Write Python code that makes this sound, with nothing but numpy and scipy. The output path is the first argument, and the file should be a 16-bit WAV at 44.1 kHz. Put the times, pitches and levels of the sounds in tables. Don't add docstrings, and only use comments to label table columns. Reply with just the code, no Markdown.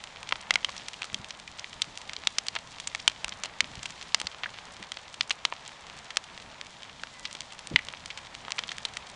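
import sys
import numpy as np
from scipy import signal
from scipy.fft import rfft, irfft
from scipy.io import wavfile
from scipy.ndimage import uniform_filter1d, minimum_filter1d

SR = 44100
rng = np.random.default_rng(int(sys.argv[2]) if len(sys.argv) > 2 else 0)


def wav_record(signal):
    frames = np.transpose(np.atleast_2d(signal))
    bounded = np.clip(frames, -1, 1)
    quanta = np.round(bounded * 32767).astype(np.int16)
    wavfile.write(sys.argv[1], SR, quanta)


N = 403515
T = np.arange(N) / SR


def pops(ring, front=0.55, decay_share=0.62, gain_db=0.43, knock_db=-24.0, knock_hz=600, twig_q=6.1):
    # start in seconds, level in dB before gain_db (energy packed into 1 ms),
    # decay in ms before decay_share, low edge in Hz, high edge in Hz, twig resonance in Hz, its lift in dB.
    pop_rows = [(0.0389, -29.5, 2.5, 1260, 12000, 8000, -3), (0.2302, -31, 2.2, 750, 8700, 2630, 6),
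                (0.2903, -25.5, 2.3, 1860, 7100, 2580, 4), (0.3102, -30, 1.4, 580, 3700, 2890, 1),
                (0.3237, -13, 2.2, 770, 3420, 1050, 6), (0.357, -28.5, 2.8, 440, 4600, 1460, 2),
                (0.5075, -9, 1.4, 950, 6100, 2020, 9.5), (0.5394, -22.5, 2.8, 1630, 7900, 5080, 5),
                (0.5567, -10.5, 1.6, 830, 6270, 2140, 12.5), (0.6465, -13.5, 1.7, 1250, 6800, 3020, 10.5),
                (0.687, -31, 1, 580, 2200, 2180, 4), (0.692, -26.5, 2.7, 580, 6000, 1070, 10),
                (0.7792, -30.5, 1.9, 4060, 6400, 5380, 6), (0.884, -25, 2.4, 1420, 12000, 5690, 4),
                (0.9409, -31.5, 1, 390, 8700, 2890, 13), (1.02, -22.5, 1.8, 660, 9700, 2470, 13.5),
                (1.031, -27, 0.54, 1430, 4600, 2890, 2), (1.043, -28.5, 1.4, 580, 9700, 1230, 10),
                (1.1443, -18.5, 1.4, 2770, 7800, 3100, 8.5), (1.245, -31, 1.2, 1260, 7000, 2730, 5),
                (1.3065, -26.5, 2.3, 1630, 5600, 5690, 6.5), (1.4765, -31, 2.5, 1860, 7100, 2290, 12),
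                (1.5946, -27.5, 1.8, 2410, 7100, 5690, 8), (1.6436, -27, 0.6, 2120, 3680, 2020, 7),
                (1.8191, -13, 2.1, 2830, 8700, 3700, 7), (1.975, -27.5, 0.95, 2750, 8440, 2730, 2),
                (2.0953, -26.5, 1.4, 1100, 5600, 2150, 7), (2.1336, -27, 1.9, 970, 7900, 5300, 4),
                (2.1653, -25.5, 1, 3130, 5040, 4290, 5), (2.272, -9, 1.6, 1230, 7840, 3650, 8.5),
                (2.3842, -12.5, 2, 1300, 8700, 5380, 10), (2.4672, -29.5, 2.7, 1630, 8700, 8000, 5),
                (2.4843, -18, 0.98, 2120, 8700, 4600, 9.5), (2.5527, -24.5, 2, 660, 7100, 1170, -1),
                (2.561, -18.5, 6, 750, 3680, 1750, 4.5), (2.8, -28.5, 2.8, 1630, 12000, 3400, 3),
                (2.8728, -20, 3.1, 1630, 8750, 7450, 12), (2.949, -19, 1.9, 660, 8750, 2100, 11),
                (2.9995, -30.5, 3.5, 2120, 6400, 5380, 6), (3.0778, -5, 2.36, 840, 11500, 3100, 9),
                (3.098, -29.5, 1.3, 1100, 8700, 3830, 9), (3.245, -18.5, 1.4, 590, 12100, 2700, 7.5),
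                (3.281, -28, 1.6, 440, 9700, 1380, 11), (3.2926, -28.5, 1.3, 1630, 10800, 5600, 12),
                (3.3224, -27.5, 2.6, 970, 3700, 3470, 8), (3.4358, -21, 2.7, 750, 8700, 6750, 7),
                (3.447, -27, 12, 440, 7900, 2890, 9), (3.4572, -27, 1.7, 580, 8700, 4030, 8),
                (3.606, -8.5, 2.1, 1670, 6960, 2080, 9.5), (3.6437, -29.5, 0.5, 1630, 4600, 2890, 1),
                (3.8304, -27.5, 2.7, 1260, 7900, 7560, 10), (3.8565, -23, 3.1, 850, 8700, 2760, 9.5),
                (3.905, -32, 3.4, 850, 8700, 6750, 7), (4.0262, -31, 3.5, 1860, 7900, 2430, 4),
                (4.1455, -7, 1.47, 1160, 7800, 4830, 6.5), (4.2, -24, 2.9, 1860, 12000, 2890, 3),
                (4.2153, -22.5, 0.93, 510, 12000, 720, 4.5), (4.2694, -20, 2.3, 970, 7800, 4430, 11.5),
                (4.4349, -21, 2.3, 960, 3520, 3620, 3), (4.441, -24, 3.9, 1860, 3400, 1820, 10),
                (4.459, -22.5, 3.9, 1100, 1800, 1670, 15), (4.587, -31, 1.1, 750, 4600, 2890, 2),
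                (4.827, -30.5, 1.7, 1100, 7850, 2030, 9), (4.919, -23.5, 1.8, 1080, 10700, 3200, 6.5),
                (4.97, -27.5, 2.5, 660, 4600, 4540, 6), (5.142, -31, 3.3, 1260, 12000, 3030, 5),
                (5.2092, -12, 2.1, 1880, 4700, 4750, 5), (5.2959, -28, 1.8, 510, 12000, 6380, 10),
                (5.3064, -13, 5.1, 1260, 4950, 2890, 3.5), (5.3135, -22, 0.5, 850, 8700, 2500, 11),
                (5.4517, -11, 1.9, 930, 6000, 3470, 5.5), (5.5242, -21.5, 1.4, 736, 2380, 960, 7.5),
                (5.678, -32.5, 1.8, 2410, 12000, 7700, 9), (5.8992, -34.5, 0.85, 750, 5700, 3050, 1),
                (6.105, -28, 3, 970, 6400, 1830, 7), (6.1702, -12, 1.66, 750, 9400, 5300, 3),
                (6.377, -32, 0.5, 750, 5200, 1730, 6), (6.6131, -27, 0.39, 1260, 6350, 3770, 3),
                (6.8316, -32.5, 2.6, 1860, 7100, 3230, 8), (7.0354, -24, 0.86, 750, 6400, 1570, 12.5),
                (7.2527, -21.5, 5.6, 1810, 4870, 4800, 4), (7.3286, -33, 0.62, 5270, 12000, 8100, 1),
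                (7.3506, -28.5, 2.2, 300, 8000, 3230, 8), (7.4066, -26, 0.9, 2120, 8700, 4800, 2),
                (7.5229, -33, 2.7, 970, 10800, 2870, 2), (7.5912, -32.5, 1.9, 1260, 9700, 2730, 2),
                (7.6722, -29.5, 0.8, 1860, 12000, 8500, 7), (7.7599, -1.5, 1.7, 1610, 3600, 2080, 8.5),
                (7.7603, -18, 1.5, 900, 3760, 1000, 11), (7.7609, -12, 0.78, 2200, 3800, 3070, 14),
                (7.79, -23, 4.9, 1860, 2470, 1970, 15), (7.886, -25.5, 2.3, 300, 6440, 3330, 8),
                (7.9376, -29, 0.5, 580, 2700, 2580, 3), (8.0588, -28.5, 1.8, 1260, 12000, 5080, 5),
                (8.103, -26, 8.1, 1860, 4570, 2260, 7), (8.175, -28.5, 2.8, 850, 7700, 2430, 3),
                (8.3504, -30.5, 1.2, 1260, 7900, 2750, 5), (8.482, -27.5, 1.6, 440, 4170, 1050, 19),
                (8.506, -28, 1.3, 970, 7900, 1040, 10), (8.5202, -19.5, 0.6, 2120, 7060, 6030, 2),
                (8.583, -21, 10, 1180, 4170, 2390, 6), (8.5905, -18, 1.9, 750, 6100, 3350, 3.5),
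                (8.637, -25.5, 0.9, 580, 5600, 3400, 8), (8.6905, -24.5, 3.2, 1100, 5700, 3470, 12),
                (8.7173, -24, 2.6, 1260, 7040, 1850, 8.5), (8.783, -27, 0.55, 1260, 10800, 1630, 9),
                (8.8514, -17.5, 3.7, 850, 10700, 3820, 13.5), (8.9698, -23, 2.2, 1100, 8650, 1960, 6)]
    out = np.zeros(N)
    for s, db, decay_ms, low_hz, high_hz, twig_hz, lift_db in pop_rows:
        resonance = signal.lfilter(*signal.iirpeak(twig_hz, twig_q, fs=SR), ring)
        twig = ring + (undb(lift_db) - 1) * resonance
        crack = burst(decay_share * decay_ms, low_hz, high_hz, twig, front / decay_ms ** .5)
        add(out, s, undb(db + gain_db) * crack)

        thickness = min(knock_hz / low_hz, 1)
        knock = burst(decay_ms, knock_hz / 2, knock_hz, ring, front)
        add(out, s, undb(db + knock_db) * thickness * knock)
    return out


def snaps(ring, per_s=5, top_db=-33.5, range_db=3, centre_hz=2900, spread=0.43, half_band=2.16,
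          decay_ms=1.1, front=.6):
    out, count = np.zeros(N), int(per_s * N / SR)
    for slot, (when, rank, pitch, length) in enumerate(rng.random((count, 4))):
        hz = centre_hz * np.exp(spread * (2 * pitch - 1))
        snap_ms = decay_ms * 2 ** (2 * length - 1)
        crack = burst(snap_ms, hz / half_band, hz * half_band, ring, front)
        add(out, (slot + when) / per_s, undb(top_db - range_db * rank) * crack)
    return out


def ticks(ring, per_s=150, top_db=-35.5, range_db=19, centre_hz=3400, spread=0.49, half_band=1.43, front=0.79):
    kinds = []
    for pitch, length in rng.standard_normal(size=(128, 2)):
        hz = centre_hz * np.exp(spread * np.clip(pitch, -2, 2))
        decay_ms = 1.1 * np.exp(.5 * length)
        kinds.append(burst(decay_ms, hz / half_band, hz * half_band, ring, front))

    out, count = np.zeros(N), int(per_s * N / SR)
    for k, (when, rank) in enumerate(rng.random((count, 2))):
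        level_db = top_db - range_db * rank ** .5
        add(out, when * N / SR, undb(level_db) * kinds[k % len(kinds)])
    return out


def hiss(body_db, treble_db, split_hz=3000, body_gain_db=-0.86, treble_gain_db=-2.0, flicker_db=0.63):
    # frequency in Hz, relative density in dB per Hz.
    gas_colour = [(180, -46), (300, -14), (435, -5.5), (468, -5.5), (603, -1), (669, -1), (914, 1),
                  (1510, -5), (1760, -3.5), (2740, -7.5), (3280, -6.5), (3690, -6), (4350, -10),
                  (7200, -14.5), (10400, -31), (13600, -49), (22000, -120)]
    body = unit(edge(noise(gas_colour), split_hz, "low", order=4))
    jets = unit(edge(noise(gas_colour), split_hz, "high", order=4))
    body_level = undb(body_db + body_gain_db + flicker_db * walk(20))
    jet_level = undb(treble_db + treble_gain_db + flicker_db * walk(41))
    return body * body_level + jets * jet_level


def whistle(start_s=7.11, length_s=.21, fade_s=.03, start_hz=2045, sag_hz_per_s=480, level_db=-57.5,
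            waver=0.0017):
    age = np.clip(T - start_s, 0, length_s)
    pitch = (start_hz - sag_hz_per_s * age) * (1 + waver * walk(60))
    envelope = np.minimum(np.minimum(age, length_s - age) / fade_s, 1)
    tone = np.sqrt(2) * np.sin(2 * np.pi * np.cumsum(pitch) / SR)
    return undb(level_db) * envelope * tone


def flames(flutter_db=1.0, flap_db=0, decay_share=0.81, half_band=1.87):
    # frequency in Hz, relative density in dB per Hz.
    rumble_colour = [(20, -4.5), (45, 0.5), (70, 1), (130, 1), (200, 0.5), (300, -5.5), (500, -22.5),
                     (1000, -32)]
    # time in seconds, rumble level in dB before the flutter.
    surge = [(0, -59), (0.8, -57), (1.6, -60), (1.86, -57.5), (2.1, -59), (3, -57.5), (3.85, -56.5),
             (4.25, -60.5), (4.78, -57.5), (5.05, -61), (6.2, -59.5), (6.45, -58), (6.7, -60), (7, -57),
             (7.3, -60), (7.74, -57), (9.15, -59.5)]
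    # start in seconds, level in dB (energy packed into 1 ms),
    # decay in ms before decay_share, centre in Hz.
    flap_rows = [(1.128, -32.5, 34, 145), (1.191, -34, 15, 110), (1.87, -36.5, 12, 130),
                 (2.179, -40, 17, 230), (3.25, -35.5, 16, 42), (3.62, -35.5, 26, 140),
                 (3.701, -35, 32, 105), (3.773, -29.5, 16, 90), (4.24, -33.5, 10, 106),
                 (4.795, -36, 9.5, 145), (7.712, -23.5, 14, 200), (7.739, -21, 13, 100)]
    surge_db = np.interp(T, *np.transpose(surge))
    out = noise(rumble_colour) * undb(surge_db + flutter_db * walk(25))
    for s, db, decay_ms, hz in flap_rows:
        flap = burst(decay_share * decay_ms, hz / half_band, hz * half_band, np.ones(1), front=0)
        add(out, s, undb(db + flap_db) * flap)
    return out


def field(x, heap_db=-20, heap_s=0.0031, far_db=-33, far_s=0.034, dull_hz=5000):
    t = T[:SR // 2]
    tail = 0
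    for db, decay_s in ((heap_db, heap_s), (far_db, far_s)):
        echoes = rng.standard_normal(len(t)) * np.exp(-t / decay_s)
        echoes = edge(echoes, dull_hz, "low", order=2)
        tail = tail + undb(db) * echoes / np.linalg.norm(echoes)
    return signal.fftconvolve(x, tail)[:N]


def burst(decay_ms, low_hz, high_hz, ring, front):
    x = edge(scatter(decay_ms, front), low_hz, "high", order=2)
    x = edge(x, high_hz, "low", order=3)
    x = signal.fftconvolve(x, ring)
    return x * np.sqrt(SR / 1000) / np.linalg.norm(x)


def scatter(decay_ms, front, evenness=1.0):
    size = 2 * int((3 * decay_ms + 2) * SR / 1000)
    ms = np.arange(size) * 1000 / SR
    x = np.resize(rng.standard_normal(8192), size) / np.cosh(ms / decay_ms)
    x /= np.linalg.norm(x)
    x[0] += front
    power = uniform_filter1d(np.abs(rfft(x)) ** 2, size=7)
    flattener = causal(power ** (-evenness / 2))
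    return signal.fftconvolve(x, flattener)[:size]


def noise(points):
    return unit(signal.fftconvolve(rng.standard_normal(N), response(points, size=8192))[:N])


def response(points, size):
    hz, db = np.transpose(points)
    log_hz = np.log(np.fft.rfftfreq(size, 1 / SR) + 1)
    return causal(undb(np.interp(log_hz, np.log(hz), db)))


def causal(gain):
    cepstrum = irfft(np.log(gain + 1e-12))
    half = len(cepstrum) // 2
    cepstrum[1:half] *= 2
    cepstrum[half + 1:] = 0
    return irfft(np.exp(rfft(cepstrum)))


def walk(rate):
    hold = int(SR / rate)
    steps = np.repeat(rng.standard_normal(N // hold + 1), hold)
    return 2.03 * uniform_filter1d(uniform_filter1d(steps, hold), hold)[:N]


def edge(x, hz, kind, order):
    return signal.lfilter(*signal.butter(order, min(hz, .45 * SR), kind, fs=SR), x)


def add(out, s, x):
    i = max(int(s * SR), 0)
    out[i:i + len(x)] += x[:max(N - i, 0)]


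def undb(db):
    return 10 ** (np.asarray(db) / 20)


def unit(x):
    return x / np.sqrt(np.mean(x ** 2))


def scene(swell=1):
    # time in seconds, hiss body level in dB, hiss treble level in dB,
    # both before the gains in hiss().
    gas_flow = [(0.0, -50, -53.5), (0.56, -49, -55), (0.71, -50.5, -50), (1.02, -49, -52.5),
                (1.27, -51, -55), (1.83, -51, -53.5), (2.7, -50, -53.5), (3.0, -51.5, -52.5),
                (3.47, -49.5, -55), (4.0, -50.5, -51), (4.41, -48.5, -54.5), (5.02, -51, -55),
                (6.06, -49, -54), (6.96, -51.5, -55), (7.31, -51.5, -53), (8.21, -50, -54),
                (8.64, -48, -52.5), (9.15, -48.5, -54)]
    # frequency in Hz, relative gain in dB.
    crack_colour = [(100, -0.5), (450, -2), (700, 2), (1050, -0.5), (1350, -2), (2000, 0.5), (2350, 0.5),
                    (3300, 2), (4500, -1.5), (6400, -4), (9000, -8), (10500, -20.5)]
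    s, body, treble = np.transpose(gas_flow)
    body_db, treble_db = np.interp(T, s, body), np.interp(T, s, treble)
    ring = response(crack_colour, size=512)
    swell_db = swell * (treble_db - treble_db.mean())
    fine_crackle = (ticks(ring) + snaps(ring)) * undb(swell_db)
    crackle = pops(ring) + fine_crackle
    return (crackle + field(crackle) + hiss(body_db, treble_db) + whistle() + flames())[None]


def record(dry, ceiling=.7, top_hz=10400):
    allowed = ceiling / np.maximum(np.abs(dry), ceiling)
    gain = uniform_filter1d(minimum_filter1d(allowed, size=25), size=25)
    low_pass = signal.ellip(8, .2, 60, top_hz, fs=SR, output="sos")
    return signal.sosfilt(low_pass, dry * gain)


dry = scene()
out = record(dry)
wav_record(out)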